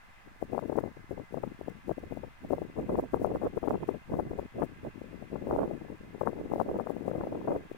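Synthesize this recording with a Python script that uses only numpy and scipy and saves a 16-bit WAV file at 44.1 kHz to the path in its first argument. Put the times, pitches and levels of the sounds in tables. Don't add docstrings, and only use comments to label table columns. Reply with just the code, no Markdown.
import sys
import numpy as np
from scipy import signal
from scipy.fft import rfft, irfft
from scipy.io import wavfile
from scipy.ndimage import uniform_filter1d

SR = 44100
rng = np.random.default_rng(int(sys.argv[2]) if len(sys.argv) > 2 else 0)


def wrap_up_sound(samples):
    columns = np.atleast_2d(samples).T
    tamed = np.clip(columns, -1, 1)
    steps = np.round(tamed * 32767).astype(np.int16)
    wavfile.write(sys.argv[1], SR, steps)


N = 342657
TIME = np.arange(N) / SR
FREQS = np.maximum(np.fft.rfftfreq(N, 1 / SR), 1)


def undb(db):
    return 10 ** (np.asarray(db) / 20)


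def spectrum(table):
    hz, db = np.transpose(table)
    return undb(np.interp(np.log(FREQS), np.log(hz), db))


def curve(table):
    return np.interp(TIME, *np.transpose(table))


def noise(gain):
    return irfft(rfft(rng.standard_normal(N)) * gain, N) * np.sqrt(SR / 2)


def walk(rate_hz):
    motion = noise(np.exp(-(FREQS / rate_hz) ** 2))
    return motion / motion.std()


# freq_hz, level_db_per_hz
FIELD_SPECTRUM = [(20, -74.5), (150, -108.5), (450, -100), (700, -91.5), (1000, -90.5), (1500, -93),
                  (2300, -100), (3000, -105), (4500, -110), (9000, -116), (16000, -120)]


def field():
    return np.array([noise(spectrum(FIELD_SPECTRUM)) for _ in range(2)])


# pitch_hz, width_hz, left_db_per_hz, right_db_per_hz, phase_between_ports_rad
HUM_RESONANCES = [(1606, 16, -104, -81.5, 0), (1727, 114, -100, -88.5, 0.26), (1910, 88, -104, -96, 2),
                  (2048, 80, -85.5, -88.5, -1.5), (2200, 30, -92.5, -99, -5),
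                  (2450, 125, -93.5, -97.5, -1.74), (2722, 136, -97.5, -100, -5),
                  (3100, 38, -103, -112, 6.5), (3390, 540, -106, -114, -1.5)]
# time_s, contour_db
WHIRR_CONTOUR = [(0.1, -68), (0.16, -61), (0.39, -85), (0.52, -65.5), (0.99, -84.5), (1.52, -66.5),
                 (3.23, -69.5), (3.91, -59.5), (4.27, -79), (4.37, -64.5), (6.85, -71.5), (7.7, -64)]


def motor_hum(waver_db=0.5, upper_hz=2300, upper_lift_db=2.0, whirr_share=0.45):
    whirr_db = curve(WHIRR_CONTOUR)
    swell_db = upper_lift_db + whirr_share * (whirr_db - whirr_db.mean())
    hum = 0
    for pitch_hz, width_hz, left_db, right_db, phase_rad in HUM_RESONANCES:
        resonance = 1 / (1 + ((FREQS - pitch_hz) / (0.71 * width_hz)) ** 2)
        ring = signal.hilbert(noise(resonance))
        ring *= undb(waver_db * walk(1.1) + (pitch_hz > upper_hz) * swell_db)
        hum = hum + np.real([undb(left_db) * ring, undb(right_db) * ring * np.exp(1j * phase_rad)])
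    return hum


# hold_start_s, hold_s, left_strength_db, right_strength_db
GUSTS = [(0.271, 0.02, -54, -76), (0.433, 0.0076, -39.5, -55), (0.507, 0.094, -37, -51),
         (0.632, 0.25, -34.5, -57), (0.974, 0.055, -49.5, -76), (1.133, 0.078, -38.5, -53),
         (1.338, 0.19, -43.5, -53.5), (1.605, 0.17, -49, -66), (1.892, 0.0094, -31.5, -47),
         (1.986, 0.29, -47.5, -61.5), (2.444, 0.26, -46, -49), (2.789, 0.051, -32, -37),
         (2.894, .10, -31.5, -36.5), (3.024, 0.023, -44, -37), (3.154, 0.011, -33, -36.5),
         (3.208, 0.15, -33, -35.5), (3.437, 0.024, -28.5, -32), (3.549, 0.029, -37.5, -47),
         (3.647, 0.012, -26, -49), (3.73, 0.017, -25.5, -30.5), (3.807, 0.026, -45, -36),
         (3.895, 0.057, -31.5, -54), (4.121, 0.082, -29, -38.5), (4.219, 0.23, -41, -46),
         (4.57, 0.047, -36.5, -39), (4.657, 0.18, -47.5, -60), (4.852, 0.024, -42.5, -37),
         (4.956, 0.43, -47, -62.5), (5.32, 0.16, -36.5, -47.5), (5.50, .15, -30, -29),
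         (5.669, 0.081, -36.5, -45.5), (5.81, 0.13, -42.5, -51), (6.013, 0.31, -48, -52.5),
         (6.262, 0.032, -26, -48), (6.342, 0.24, -40, -43.5), (6.52, 0.095, -31.5, -42),
         (6.674, 0.089, -32.5, -30.5), (6.805, 0.015, -28, -45), (6.86, 0.33, -38, -52.5),
         (7.076, .16, -33.5, -40), (7.273, 0.18, -36.5, -37), (7.479, 0.086, -30, -29),
         (7.592, 0.048, -41, -42.5), (7.706, 0.057, -48, -51.5)]


def gusts(port, breeze_db=-65, attack_s=0.017, release_s=0.016):
    power = undb(breeze_db) ** 2
    for hold_start_s, hold_s, *strength_db in GUSTS:
        t = TIME - hold_start_s
        envelope = np.exp(np.minimum(t, 0) / attack_s - np.maximum(t - hold_s, 0) / release_s)
        power = power + (envelope * undb(strength_db[port])) ** 2
    return np.sqrt(power)


# freq_hz, level_db_per_hz
RUMBLE_SPECTRUM = [(15, -86), (43, -60.5), (100, -61), (200, -57.5), (300, -55), (500, -53), (1000, -58.5),
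                   (3000, -72.5)]
# time_s, gain_db
BASS_LEVEL = [(0, -7.5), (2.1, -2), (4.0, -3), (6.0, -7.5), (7.7, -12.5)]


def rumble(gust_db, growth=0.47, corner_hz=610, db_per_octave=15, churn_db=5.0, sputter_db=3.0):
    speed_db = gust_db + churn_db * walk(rate_hz=120) + sputter_db * walk(rate_hz=35)
    moving_corner_hz = corner_hz * 2 ** (speed_db / db_per_octave)
    pressure = rfft(noise(spectrum(RUMBLE_SPECTRUM)))
    bass_db = curve(BASS_LEVEL)
    turbulence = 0
    for band_hz in 16 * 2 ** np.arange(0, 8, .5):
        share = np.maximum(1 - 2 * np.abs(np.log2(FREQS / band_hz)), 0)
        band = irfft(pressure * share, N)
        band *= undb(bass_db / (1 + (band_hz / 110) ** 2))
        turbulence = turbulence + band / (1 + (band_hz / moving_corner_hz) ** 3) ** 1.245
    return turbulence * undb(growth * speed_db)


# time_s, peak_db, pitch_hz, port (0 left, 1 right)
EDDY_STRIKES = [(0.427, -13.5, 500, 0), (0.533, -14, 460, 0), (0.552, -21, 505, 0), (0.58, -13.5, 650, 0),
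                (0.592, -19.5, 770, 0), (0.698, -19, 467, 0), (0.73, -21, 450, 0), (0.786, -8.5, 468, 0),
                (1.115, -20, 413, 0), (1.344, -18, 525, 0), (1.374, -20, 407, 0), (1.439, -20.5, 495, 0),
                (1.613, -23, 476, 0), (1.683, -18.5, 476, 0), (1.895, -14.5, 505, 0), (1.913, -14, 433, 0),
                (1.982, -22.5, 370, 0), (2.037, -25, 424, 0), (2.124, -18.5, 430, 0),
                (2.174, -20.5, 477, 0), (2.24, -29, 540, 0), (2.449, -27, 483, 0), (2.508, -15.5, 410, 0),
                (2.534, -11, 576, 0), (2.583, -20.5, 535, 0), (2.619, -21.5, 500, 0),
                (2.795, -20.5, 450, 0), (2.949, -15.5, 380, 0), (2.989, -9.5, 490, 0),
                (2.997, -13.5, 590, 1), (3.039, -21, 513, 1), (3.144, -10, 700, 0), (3.218, -14.5, 395, 0),
                (3.247, -8.5, 630, 0), (3.359, -19, 770, 1), (3.433, -17.5, 460, 0), (3.461, -26, 458, 0),
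                (3.571, -20, 390, 0), (3.64, -18, 565, 0), (3.676, -18, 650, 0), (3.708, -12.5, 750, 1),
                (3.713, -17, 514, 0), (3.892, -15, 400, 0), (4.191, -13.5, 495, 0), (4.395, -16, 554, 0),
                (4.621, -11.5, 480, 0), (4.638, -14.5, 400, 0), (5.017, -26, 483, 0),
                (5.471, -19.5, 490, 0), (5.511, -12, 720, 0), (5.563, -13, 605, 0), (5.616, -18, 500, 1),
                (6.215, -13.5, 620, 0), (6.274, -8.5, 834, 0), (6.537, -12.5, 550, 0), (6.56, -14, 485, 0),
                (6.601, -9.5, 724, 0), (6.614, -9, 574, 0), (6.799, -16, 766, 0), (6.872, -19, 744, 0),
                (6.905, -13, 506, 0), (6.967, -24.5, 523, 0), (7.081, -13.5, 530, 0),
                (7.212, -21.5, 790, 0), (7.716, -22.5, 380, 0)]


def eddies(port, sharpness=4.9, skew_rad=0.37, wake_db=-18, wake_growth=0.73, wake_s=0.0084):
    pops, wake = np.zeros(N), np.zeros(N)
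    leans = rng.uniform(-1.4, 1, len(EDDY_STRIKES))
    for (time_s, peak_db, pitch_hz, side), lean in zip(EDDY_STRIKES, leans):
        if round(side) == port:
            near = np.abs(TIME - time_s) < .02
            t = TIME[near] - time_s
            turn = 2 * np.pi * pitch_hz * t / (sharpness + .5)
            lobes = np.exp(1j * skew_rad * lean) / (1 - 1j * turn) ** (sharpness + 1)
            pops[near] -= undb(peak_db) * lobes.real
            wake[near] += undb(wake_growth * peak_db + wake_db) * np.exp(-(t / wake_s) ** 2)
    return pops, wake


def treble_hiss(drive, edge_hz=6500, follow=0.76, window_s=0.042, grain_db=3.0):
    power = np.maximum(uniform_filter1d(drive ** 2, int(window_s * SR) + 1), 1e-12)
    treble = FREQS / np.hypot(FREQS, edge_hz)
    hiss = noise(undb(-81) / 2 * treble)
    grain = undb(grain_db * walk(rate_hz=300))
    return hiss * power ** (follow / 2) * grain


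def port_sound(port, strong_gust_db=-28.5):
    pops, wake = eddies(port)
    strength_db = 20 * np.log10(np.hypot(gusts(port), wake))
    flow = rumble(strength_db - strong_gust_db)
    hiss_drive = undb(-1.5) * flow + undb(6) * pops
    return flow + pops + treble_hiss(hiss_drive)


def scene():
    return np.array([port_sound(port) for port in range(2)]) + field() + motor_hum()


def record(dry):
    lowpass = signal.ellip(10, .1, 70, 15800, fs=SR, output="sos")
    return signal.sosfilt(lowpass, dry)


dry = scene()
out = record(dry)
wrap_up_sound(out)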